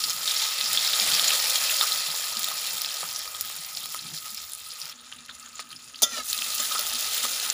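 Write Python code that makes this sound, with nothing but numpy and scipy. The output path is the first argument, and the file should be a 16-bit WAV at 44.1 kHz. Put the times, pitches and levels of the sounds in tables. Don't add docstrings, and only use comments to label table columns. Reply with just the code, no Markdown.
import sys
import numpy as np
from scipy import signal
from scipy.fft import rfft, irfft
from scipy.io import wavfile

SR = 44100
rng = np.random.default_rng(int(sys.argv[2]) if len(sys.argv) > 2 else 0)


def inscribe(sig):
    pcm = np.round(np.clip(np.atleast_2d(sig).T, -1, 1) * 32767)
    wavfile.write(sys.argv[1], SR, pcm.astype(np.int16))


N = 332423


def from_db(db):
    return 10 ** (np.asarray(db) / 20)


def rms_one(x):
    return x / np.sqrt(np.mean(x ** 2) + 1e-20)


def seconds(length_s):
    return np.arange(int(length_s * SR)) / SR


def in_time(rows):
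    s, *columns = np.transpose(rows)
    return [np.interp(np.arange(N) / SR, s, c) for c in columns]


def ramp(start_s, length_s):
    return np.clip((np.arange(N) / SR - start_s) / length_s, 0, 1)


def swell(full_s, db, rise_db_per_s, hold_s, fall_db_per_s):
    t = np.arange(N) / SR - full_s
    rise_db = rise_db_per_s * np.minimum(t, 0)
    fall_db = fall_db_per_s * np.maximum(t - hold_s, 0)
    return from_db(np.maximum(db + rise_db - fall_db, -200))


def add_at(out, s, sound):
    at = round(s * SR)
    out[at:at + len(sound)] += sound


def high_pass(x, hz, order):
    return signal.sosfilt(signal.butter(order, hz, "high", fs=SR, output="sos"), x)


def drift(rate_hz):
    r = np.exp(-20 * np.pi * rate_hz / SR)
    noise = rng.standard_normal(N // 10 + 4002)
    slow = rms_one(signal.lfilter([1], [1, -2 * r, r * r], noise)[4000:])
    return np.interp(np.arange(N) / 10, np.arange(len(slow)), slow)


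def resonate(x, hz, width_hz):
    r = np.exp(-np.pi * width_hz / SR)
    gain = (1 - r * r) / 2
    return signal.lfilter([gain, 0, -gain], [1, -2 * r * np.cos(2 * np.pi * hz / SR), r * r], x + 1e-18)


def ring(clicks, hz, t60_s):
    r, w = from_db(-60 / (t60_s * SR)), 2 * np.pi * hz / SR
    return signal.lfilter([0, np.sin(w)], [1, -2 * r * np.cos(w), r * r], clicks + 1e-18)


def colour(x, points, size=8192):
    hz, db = np.transpose(points)
    grid_hz = np.maximum(np.arange(size // 2 + 1) * SR / size, 1)
    gain_db = np.interp(np.log(grid_hz), np.log(hz), db)
    cepstrum = irfft(np.log(from_db(gain_db)))
    cepstrum[1:size // 2] *= 2
    cepstrum[size // 2 + 1:] = 0
    return signal.fftconvolve(x, irfft(np.exp(rfft(cepstrum))))[:N]


def bursts(per_s, spread_db):
    sizes = from_db(spread_db * np.minimum(rng.exponential(1, N), 6)) * rng.choice([-1, 1], N)
    return sizes * (rng.random(N) < per_s / SR)


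# (time [s], level [dB], hum frequency [Hz])
FLAME_PUFFS = [(0.06, -49, 226), (0.628, -42, 223), (1.012, -33, 210), (1.074, -42, 222), (1.219, -44, 154),
               (1.983, -46, 175), (2.081, -35, 158), (2.364, -35, 223), (2.523, -44, 167), (2.74, -41, 163),
               (3.031, -41, 166), (3.177, -44, 228), (3.58, -41, 155), (3.73, -46, 162), (3.881, -42, 166),
               (4.039, -35, 163), (4.12, -32, 155), (4.318, -40.5, 215), (4.829, -44, 156),
               (5.004, -50, 250), (5.639, -43, 238), (6.024, -32, 247), (6.12, -35.5, 239),
               (6.183, -37, 250), (6.379, -46, 242), (6.472, -38, 236), (6.596, -38, 248),
               (6.934, -35, 244), (7.234, -33, 242), (7.297, -37, 242)]
PUFF_T60_S = 0.11


def puffs():
    out, t = np.zeros(N + SR), seconds(.2)
    rough = rng.standard_normal((len(FLAME_PUFFS), len(t)))
    for (s, db, hz), noise in zip(FLAME_PUFFS, rough):
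        edges = rms_one(resonate(resonate(noise, hz, 130.0), hz, 150.0))
        hum = np.sin(2 * np.pi * hz * t) + 0.32 * edges
        envelope = from_db(db - 60 * t / PUFF_T60_S) * (1 - np.exp(-t / 0.015))
        add_at(out, s, envelope * hum)
    return out[:N]


# (frequency [Hz], gain [dB])
FLAME_COLOUR = [(60, -19), (110, 0), (165, 1), (260, -2.5), (380, -7.5), (600, -50)]
# (time [s], level [dB])
FLAME_FLUTTER = [(0.0, -67), (0.4, -71), (1.07, -59), (1.55, -66.5), (4.01, -62), (4.45, -68.5),
                 (6.71, -71), (7.53, -70)]
RUMBLE_DB, FLAME_WAVER_DB = -72, 4.5
STOVE_HZ, STOVE_WIDTH_HZ, STOVE_DB = 242, 27, -66
CHANGE_S, CHANGE_LENGTH_S = 4.92, 0.012


def fire():
    flutter_db = in_time(FLAME_FLUTTER)[0] + FLAME_WAVER_DB * drift(4.4)
    flutter = from_db(flutter_db) * rms_one(colour(rng.standard_normal(N), FLAME_COLOUR))
    deep = rms_one(resonate(resonate(rng.standard_normal(N), 70., 38.0), 68.0, 67.0))
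    rumble = from_db(RUMBLE_DB + FLAME_WAVER_DB * drift(2.3)) * deep
    hum = resonate(resonate(rng.standard_normal(N), STOVE_HZ, STOVE_WIDTH_HZ), STOVE_HZ, 2 * STOVE_WIDTH_HZ)
    stove = from_db(STOVE_DB + 1.4 * drift(16.0)) * rms_one(hum)
    return flutter + rumble + puffs() + ramp(CHANGE_S, CHANGE_LENGTH_S) * stove


# (frequency [Hz], gain [dB])
FIRST_COLOUR = [(250, -19.5), (420, -32.5), (490, -14.5), (1040, -15), (1520, -11), (2100, -7), (2700, -7),
                (3300, -1), (3900, 0.5), (5750, 0.5), (6250, -8.5), (6750, -1), (7500, -1.5), (8150, -7),
                (10600, -1.5), (13400, -12), (14800, 0.5)]
DULLER_COLOUR = [(250, -44), (450, -21.5), (1070, -19), (1600, -11), (2200, -13), (2900, -8.5),
                 (3600, -5.5), (5400, -8.5), (6200, -11.5), (7000, -5), (8200, -18), (9600, -8.5),
                 (12800, -28), (15100, -14)]
BRIGHTER_COLOUR = [(250, -16.5), (330, -28.5), (600, -16), (990, -20), (1520, -12), (2300, -10.5),
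                   (3500, -1), (5500, -1.5), (6300, -4.5), (7200, -1), (8340, -7), (10000, 0.5),
                   (13000, -11.5), (14900, 2)]
BRIGHTEN_S, BRIGHTEN_LENGTH_S = 6.2, 0.075
BOWL_GAIN_DB = 6.0


def bowl(x):
    t = seconds(.08)
    tail = rng.standard_normal(len(t)) * from_db(-35 - 60 * t / .06) * (t > .0006)
    tail[0] = 1
    x = from_db(BOWL_GAIN_DB) * signal.fftconvolve(x, tail)[:N]
    changed, brightened = ramp(CHANGE_S, CHANGE_LENGTH_S), ramp(BRIGHTEN_S, BRIGHTEN_LENGTH_S)
    first = colour(x * (1 - changed), FIRST_COLOUR)
    duller = colour(x * (changed - brightened), DULLER_COLOUR)
    return first + duller + colour(x * brightened, BRIGHTER_COLOUR)


# (frequency [Hz], relative level [dB], t60 [s])
STEEL_MODES = [(598, -12, .05), (1249, -25, .2), (1367, -22, .3), (1660, -30, .1), (1949, -25, .3),
               (2400, -26, .05), (2760, -16, .03), (3085, -23, .2), (3260, -9, .05), (3480, -4, .03),
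               (3557, 0, .035), (3682, -12, .06), (4400, -8, .035), (4786, -14, .06), (5070, -6, .03),
               (5249, -12, .06), (5340, -10, .05), (5600, -12, .05), (5810, -10, .05), (5994, -4, .04),
               (6325, 0, .04), (6700, -7, .04), (6845, -6, .045), (7000, -8, .045), (7200, -7, .045),
               (7560, -13, .04), (7650, -12, .04), (9050, -10, .025), (9372, -12, .03), (10930, -9, .03)]
# (time [s], drive level [dB])
SOFT_TOUCHES = [(6.185, -33), (6.599, -21.5), (6.791, -23.5), (7.251, -29)]
# (full at [s], level [dB], rise [dB/s], hold [s], fall [dB/s])
CONTACT_SWELLS = [(6.026, -40.5, 6000, .008, 900), (6.06, -64, 900, .08, 250)]
GRIT_SWELLS = [(6.0205, -15, 30000, .003, 3000), (6.026, -15, 5000, .007, 780),
               (6.033, -10.5, 30000, .0006, 15000)]
THUD_SWELLS = [(6.0205, -32, 12000, .004, 500), (6.188, -42, 600, .002, 600)]
SQUEAL_SWELL = (6.135, -32, 420, .07, 380)
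# (start [Hz], end [Hz], width [Hz], relative level [dB])
BLADE_SLIDE = [(1390, 1250, 20, -5), (1880, 1680, 25, -12), (2440, 2130, 18, -8), (3100, 2750, 70, -13),
               (4150, 3950, 90, -8), (5000, 4700, 150, -10), (6000, 5500, 170, -9), (7100, 6800, 170, -11)]
SLIDE_START_S, SLIDE_END_S = 6.12, 6.22
SCRAPE_TOP_HZ, GRIT_LOW_HZ = 7500, 2600


def spatula():
    t = np.arange(N) / SR
    contact, grit, thump = (sum(swell(*row) for row in rows)
                            for rows in (CONTACT_SWELLS, GRIT_SWELLS, THUD_SWELLS))
    rattle = rms_one(bursts(9000., spread_db=3.0))
    touches = np.zeros(N)
    for s, db in SOFT_TOUCHES:
        touches[round(s * SR)] = from_db(db)
    touches = signal.lfilter([.3], [1, -.7], touches)
    drive = contact * rattle + touches
    steel = sum(from_db(db) * ring(drive, hz, t60_s) * (-1) ** k
                for k, (hz, db, t60_s) in enumerate(STEEL_MODES))
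    rasp = swell(6.14, -27.5, 140, .062, 450) * rattle
    scrape = signal.sosfilt(signal.butter(1, SCRAPE_TOP_HZ, fs=SR, output="sos"), rasp)
    crunch = high_pass(grit * rattle, GRIT_LOW_HZ, order=2)
    thud = thump * rms_one(resonate(rng.standard_normal(N), 600.0, 250.))
    slide = 0
    for start_hz, end_hz, width_hz, db in BLADE_SLIDE:
        centre_hz = np.interp(t, [SLIDE_START_S, SLIDE_END_S], [start_hz, end_hz])
        slide = slide + from_db(db) * drift(width_hz) * np.sin(2 * np.pi * np.cumsum(centre_hz) / SR)
    out = steel + thud + swell(*SQUEAL_SWELL) * slide + colour(crunch + scrape, BRIGHTER_COLOUR)
    return high_pass(out, 350., order=3)


# (time [s], level [dB], frequency [Hz])
STEAM_PLOPS = [(0.082, -35, 1100), (0.99, -32.5, 564), (1.226, -34, 500), (1.364, -46, 894),
               (1.455, -38.5, 890), (1.812, -33, 850), (1.944, -35, 900), (2.141, -31.5, 870),
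               (2.321, -36, 830), (2.512, -34, 830), (3.03, -29.5, 710)]


def plops():
    out, t = np.zeros(N + SR), seconds(.05)
    for s, db, hz in STEAM_PLOPS:
        tone = np.sin(2 * np.pi * hz * t * (0.88 + 42.5 * t))
        add_at(out, s, from_db(db - 1.9 * t * hz) * tone)
    return high_pass(out[:N], 350., order=3)


# (time [s], level [dB], air ring relative to it [dB])
PAN_KNOCKS = [(1.811, -13.5, -15), (3.030, -26, -2.5), (3.054, -34, -2), (3.257, -32, -6),
              (3.277, -32.5, -1), (3.348, -30, -11), (3.501, -28, -10), (3.857, -35, -2),
              (3.9455, -25, -4.5), (5.124, -36, -17), (5.5945, -24, -7), (6.181, -30, -3), (6.751, -23, -5),
              (7.2512, -21.5, -1)]
KNOCK_HZ, KNOCK_RING_T60_S = 1980, 0.052
PAN_LOW_HZ = 420


def knocks():
    out, t = np.zeros(N + SR), seconds(.1)
    blow = 1.3 * np.sin(2 * np.pi * KNOCK_HZ * t) * from_db(-8. * t * KNOCK_HZ)
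    air = np.sin(2 * np.pi * AIR_MODES[0][0] * t) * from_db(-60 * t / KNOCK_RING_T60_S)
    for s, db, ring_db in PAN_KNOCKS:
        add_at(out, s, from_db(db) * (blow + from_db(ring_db) * air))
    return high_pass(out[:N] + 1e-18, PAN_LOW_HZ, order=4)


# (time [s], level before the bowl [dB])
OIL_SNAPS = [(0.0388, -14), (0.0687, -14), (0.132, -13), (0.4479, -25), (0.731, -3), (0.8604, -15),
             (1.1528, -10), (1.1954, -14), (1.5, -5), (1.701, -7), (1.7663, -10), (2.2069, -15),
             (2.394, -9), (2.444, -5), (2.4867, -12), (2.5706, -25), (2.6454, -18), (2.6863, -23),
             (2.7816, -11), (2.818, -5), (2.9422, -14), (3.0071, -17), (3.1033, -24), (3.1278, -16),
             (3.1916, -17), (3.258, -19), (3.3064, -25), (3.4117, -13), (3.5184, -29), (3.5638, -15),
             (3.8048, -18), (3.8581, -14), (3.9458, -13), (4.2093, -26), (4.2273, -30), (4.3046, -19),
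             (4.346, -14), (4.3765, -23), (4.4927, -32), (4.8015, -21), (4.8549, -22), (5.3971, -28),
             (5.895, -32), (5.9604, -33), (6.2517, -26), (6.2926, -20), (6.33, -10), (6.347, -12),
             (6.4418, -27), (6.4712, -22), (6.5507, -9), (6.7935, -7), (6.8664, -19), (6.8758, -19),
             (7.0084, -10), (7.1784, -8), (7.229, -15), (7.401, -16), (7.4164, -27)]


def snaps():
    out, t = np.zeros(N + SR), seconds(0.011)
    hisses = rng.standard_normal((len(OIL_SNAPS), len(t)))
    for (s, db), noise in zip(OIL_SNAPS, hisses):
        sound = 0.25 * np.gradient(noise) * from_db(-60 * t / 0.014)
        sound[:3] += [.7, -1, .4]
        add_at(out, s, from_db(db) * sound)
    return out[:N]


# (time [s], level before the bowl [dB], bubble frequency [Hz], sputter relative to it [dB])
LOUD_POPS = [(0.039, -13.5, 4800, -7.5), (0.096, -16, 6600, -12), (0.277, -23.5, 3830, -0.5),
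             (0.31, -17, 3700, -8), (0.364, -22, 5370, -5), (0.611, -10, 3620, -17),
             (0.659, -13, 4930, -14), (0.733, -14, 3980, -24), (0.774, -8.5, 3450, -12),
             (0.81, -15, 4900, -24), (0.863, -16, 3800, -14), (0.875, -17, 5130, -11),
             (0.887, -20, 4780, -11), (0.934, -9, 3600, -14), (0.999, -8.5, 4640, -22),
             (1.015, -19, 4650, -16), (1.09, -29, 3600, 3), (1.135, -12, 4600, -15),
             (1.196, -5.5, 3550, -41), (1.243, -13.5, 3300, -11.5), (1.281, -7, 7160, -15.5),
             (1.305, -13, 2580, -6), (1.318, -27, 3810, 0), (1.333, -16, 3730, -14),
             (1.497, -13, 6620, -18), (1.557, -11, 3300, -13), (1.695, -20.5, 2500, 0.5),
             (1.811, -11, 3600, -12), (1.92, -18.5, 3900, -7.5), (2.074, -28, 3900, -12),
             (2.103, -18, 3800, -11.5), (2.245, -23, 5500, -24), (2.37, -21, 4900, -10),
             (2.432, -11, 6880, -31), (2.443, -13, 3700, -20), (2.732, -12, 14800, -19),
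             (2.78, -22, 3620, -19), (2.812, -21, 5070, -16), (2.847, -13, 3600, -29),
             (2.888, -26, 3900, -17), (3.161, -24, 6050, -6), (3.192, -23, 5700, -16),
             (3.277, -25, 4700, -12.5), (3.348, -23, 3470, -16), (3.41, -2.5, 14600, -28),
             (3.687, -24, 6940, -14), (3.772, -15.5, 4700, -33), (3.839, -30.5, 3970, -3),
             (3.991, -28.5, 4230, -7.5), (4.177, -25, 3960, -24), (4.347, -31, 5450, -15),
             (4.373, -26, 5300, -8), (4.718, -30, 5150, -9), (4.816, -19.5, 5400, -18),
             (4.856, -25, 5130, -23), (4.896, -31, 5440, -7), (4.924, -31, 3430, -7),
             (4.959, -29, 6740, -13), (5.01, -32, 9800, -9), (5.124, -20, 2980, -10.5),
             (5.162, -30, 9000, -7), (5.186, -32, 3870, -8), (5.284, -29, 2800, -11),
             (5.292, -35.5, 1560, 5.5), (5.297, -20, 3930, -15), (5.31, -25, 3630, -11),
             (5.345, -32, 10100, -5), (5.36, -38, 7030, -8), (5.397, -26.5, 7700, -5.5),
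             (5.427, -33, 5040, -4), (5.46, -28.5, 7010, -7), (5.475, -36, 3400, -10),
             (5.529, -35, 4650, -8), (5.555, -21, 6900, -14), (5.593, -16, 5240, -14),
             (5.705, -29.5, 4270, -10), (5.717, -28, 4500, -8), (5.728, -28.5, 2900, -7),
             (5.762, -26, 5060, -7.5), (5.82, -37, 7200, -8), (5.843, -30, 8800, -3),
             (5.897, -30, 7000, -13), (5.944, -28, 3020, -4), (5.958, -29, 4500, -5),
             (5.99, -27, 4000, -13), (6.181, -23, 4350, -5), (6.253, -35, 4510, -23), (6.3, -18, 7200, -8),
             (6.3302, -8.5, 4240, -26), (6.389, -15, 3450, -20), (6.421, -10.5, 2770, -20),
             (6.523, -19, 4050, -18), (6.552, -33, 7360, -9), (6.58, -18.5, 6000, -8),
             (6.602, -21, 6900, -5), (6.793, -12, 4470, -20), (6.867, -15, 7310, -17),
             (6.954, -16.5, 3950, -8), (7.181, -14.5, 2980, -14), (7.23, -19, 7700, -8),
             (7.333, -15.5, 4750, -11), (7.463, -26, 3560, -14), (7.501, -1.5, 6950, -25)]
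TICK_DB, SPUTTER_T60_S = -4.5, 0.038
SMALL_POP_DB, SMALL_POP_HZ, SMALL_SPUTTER_DB = 1.5, (3300, 7200), -20


def pops(count=20):
    out, t = np.zeros(N + SR), seconds(.1)
    when, pitch, size = rng.random((count, 3)).T
    low_hz, high_hz = SMALL_POP_HZ
    small_hz = low_hz * (high_hz / low_hz) ** pitch
    small_db = in_time(SIZZLE_COURSE)[0][(when * N).astype(int)] + SMALL_POP_DB + 3.6 * (size - .5)
    small = [(w * N / SR, db, hz, SMALL_SPUTTER_DB) for w, db, hz in zip(when, small_db, small_hz)]
    spray = rng.standard_normal((count + len(LOUD_POPS), len(t)))
    for (s, db, hz, sputter_db), noise in zip(small + list(LOUD_POPS), spray):
        noise = rms_one(resonate(noise, hz, hz / 9.8)) + 0.049 * noise
        bubble = np.sin(2 * np.pi * hz * t) * from_db(-6. * t * hz)
        sound = bubble + noise * from_db(sputter_db - 60 * t / SPUTTER_T60_S)
        sound[:2] += from_db(TICK_DB) * np.array([1, -.7])
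        add_at(out, s, from_db(db) * sound)
    return out[:N]


# (time [s], sizzle rise [dB], air mode rise [dB])
FRYING_FLARES = [(0.101, 4.5, 9), (0.29, 2, -18), (0.769, -4, -2), (1.01, 3, -11), (1.328, 2.5, 7),
                 (1.708, 4.5, 5), (1.829, 3, 21), (2.521, -3, 12), (3.04, -2, 16), (3.77, 3, -4),
                 (3.95, -2.5, 16), (4.139, 7, -7), (4.259, 5, 8), (4.85, 1, -3), (5.13, -1.5, 7),
                 (5.299, -1, 14), (5.6, 15.5, 1), (5.711, 4, 9), (5.76, -1.5, -12), (6.19, -6, 9),
                 (6.6, 2, 9), (6.72, 2, 13), (6.758, 0, 19), (6.792, 1, 11), (6.875, 1, 4), (7.24, 5.5, 14),
                 (7.469, -4.5, 11.5)]
FLARE_RISE_S, AIR_RISE_S, FLARE_FALL_S = .004, .014, 0.032


def flares():
    t = np.arange(N) / SR
    sizzle_db, air_db = np.zeros(N), np.zeros(N)
    for s, sizzle_rise_db, air_rise_db in FRYING_FLARES:
        sizzle_db += sizzle_rise_db * np.interp(t - s, [-FLARE_RISE_S, 0, FLARE_FALL_S], [0, 1, 0])
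        air_db += air_rise_db * np.interp(t - s, [-AIR_RISE_S, 0, FLARE_FALL_S], [0, 1, 0])
    return sizzle_db, air_db


# (time [s], base level before the bowl [dB], big-bubble tilt below 4 kHz [dB/octave],
# fine-spray tilt above 4 kHz [dB/octave])
SIZZLE_COURSE = [(0.0, -29, -4, -3.5), (0.22, -31.5, 2, -1.5), (0.275, -24.5, -1.5, -3.5),
                 (0.37, -25, -1, -5.5), (0.62, -26.5, -0.5, -4), (0.8, -23, 0, -4), (1.34, -24, 1.75, -2.5),
                 (1.85, -27, 1.15, -1.5), (2.05, -29, 1, -2), (2.95, -32.5, 1.2, -2.5),
                 (3.25, -37.5, 2, -0.5), (4.1, -39.5, 0, -1.5), (4.7, -44, 0.6, 0.2),
                 (4.92, -39.5, 1.4, -4), (4.945, -45, 2, -1), (5.99, -44, 1, 1.9), (6.2, -45.5, 10.5, 0),
                 (6.245, -37.5, 0.5, 2), (6.33, -28.5, -2, -3), (6.7, -29.5, 2, -1.5), (7.49, -27, 1, -4),
                 (7.538, -35.5, 5, -1)]
# (frequency [Hz], width [Hz], relative level [dB])
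AIR_MODES = [(1264, 33, 25), (1317, 56, 12), (1240, 33, -25.5)]
# (frequency [Hz], width [Hz], relative level [dB])
WALL_MODES = [(495, 13, -5), (642, 39, -5), (894, 35, 2), (1426, 29, 1), (1770, 40, -2), (1895, 38, 2.5),
              (2030, 22, 4.5), (2090, 16, 3), (2170, 50, -17), (2390, 20, 8), (2580, 31, 8),
              (2670, 20, 10.5)]
UNEVEN_DB, UNEVEN_HZ = .7, 10.5
AIR_DB, AIR_FOLLOWS, AIR_WAVER_DB = -46.5, 0.68, 1.5
WALL_DB, WALL_WAVER_DB = -17, 4.
SPUTTER_FADE_T60_S = 0.12


def frying(count=24):
    sizzle_db, big_db, fine_db = in_time(SIZZLE_COURSE)
    flare_db, air_flare_db = flares()
    air_db = AIR_DB + AIR_FOLLOWS * (sizzle_db + 30.0) + air_flare_db + AIR_WAVER_DB * drift(2.6)
    sizzle_db = sizzle_db + flare_db + UNEVEN_DB * drift(UNEVEN_HZ)
    busy = from_db(.3 * (sizzle_db + 25.5))
    clumps = from_db(.8 * drift(60.) + 1.2 * drift(200.))
    clicks = bursts(7000. 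* clumps * busy, spread_db=2.0) / np.sqrt(busy)
    dealt = rng.integers(0, count, N)
    steam = from_db(-15.5) * clumps ** 0.24 / busy ** 0.18 * rng.standard_normal(N)
    sputter = rng.standard_normal(N)
    ticks = from_db(6.5) * bursts(1000.0 * clumps * busy, spread_db=3.6) * busy ** 0.3
    patches = drift(12) + .7 * drift(70)
    patch_db = np.clip((-22 - sizzle_db) / 7, 1, 3.5)
    fade = from_db(-60 / (SPUTTER_FADE_T60_S * SR)) ** 2
    out = 0
    for k, hz in enumerate(np.geomspace(400, 15500, count)):
        octaves = np.log2(hz / 4000)
        tilt_db = big_db * max(-octaves, 0) + fine_db * max(octaves, 0)
        gain = from_db(tilt_db + patch_db * np.roll(patches, 52001 * k))
        own = clicks * (dealt == k) * np.sqrt(count)
        after = np.sqrt(signal.lfilter([1 - fade], [1, -fade], own ** 2 + 1e-18))
        own = own + from_db(-15.0) * after * np.roll(sputter, 11 * k) + np.roll(steam, 7 * k)
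        tick_gain = (-1) ** k * min(hz / 5300.0, 1) ** 0.84
        out = out + gain * (resonate(own, hz, hz / 5.13) + tick_gain * resonate(ticks, hz, hz / 2.46))
    air = sum(from_db(db) * resonate(0.41 * clicks + steam, hz, width_hz) for hz, width_hz, db in AIR_MODES)
    waver, wall = drift(15.0), 0
    for k, (hz, width_hz, db) in enumerate(WALL_MODES):
        mode = rms_one(resonate(steam + clicks, hz, width_hz))
        wall = wall + from_db(db + WALL_WAVER_DB * np.roll(waver, 30011 * k)) * mode
    humming = from_db(air_db) * rms_one(air) + from_db(sizzle_db + WALL_DB) * rms_one(wall)
    return from_db(sizzle_db) * rms_one(out), humming


def scene():
    sizzle, humming = frying()
    pan = bowl(sizzle + pops() + snaps())
    return (pan + humming + knocks() + plops() + spatula() + fire())[None]


def record(dry):
    return signal.sosfilt(signal.ellip(10, .5, 60, 15430, fs=SR, output="sos"), dry)


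dry = scene()
out = record(dry)
inscribe(out)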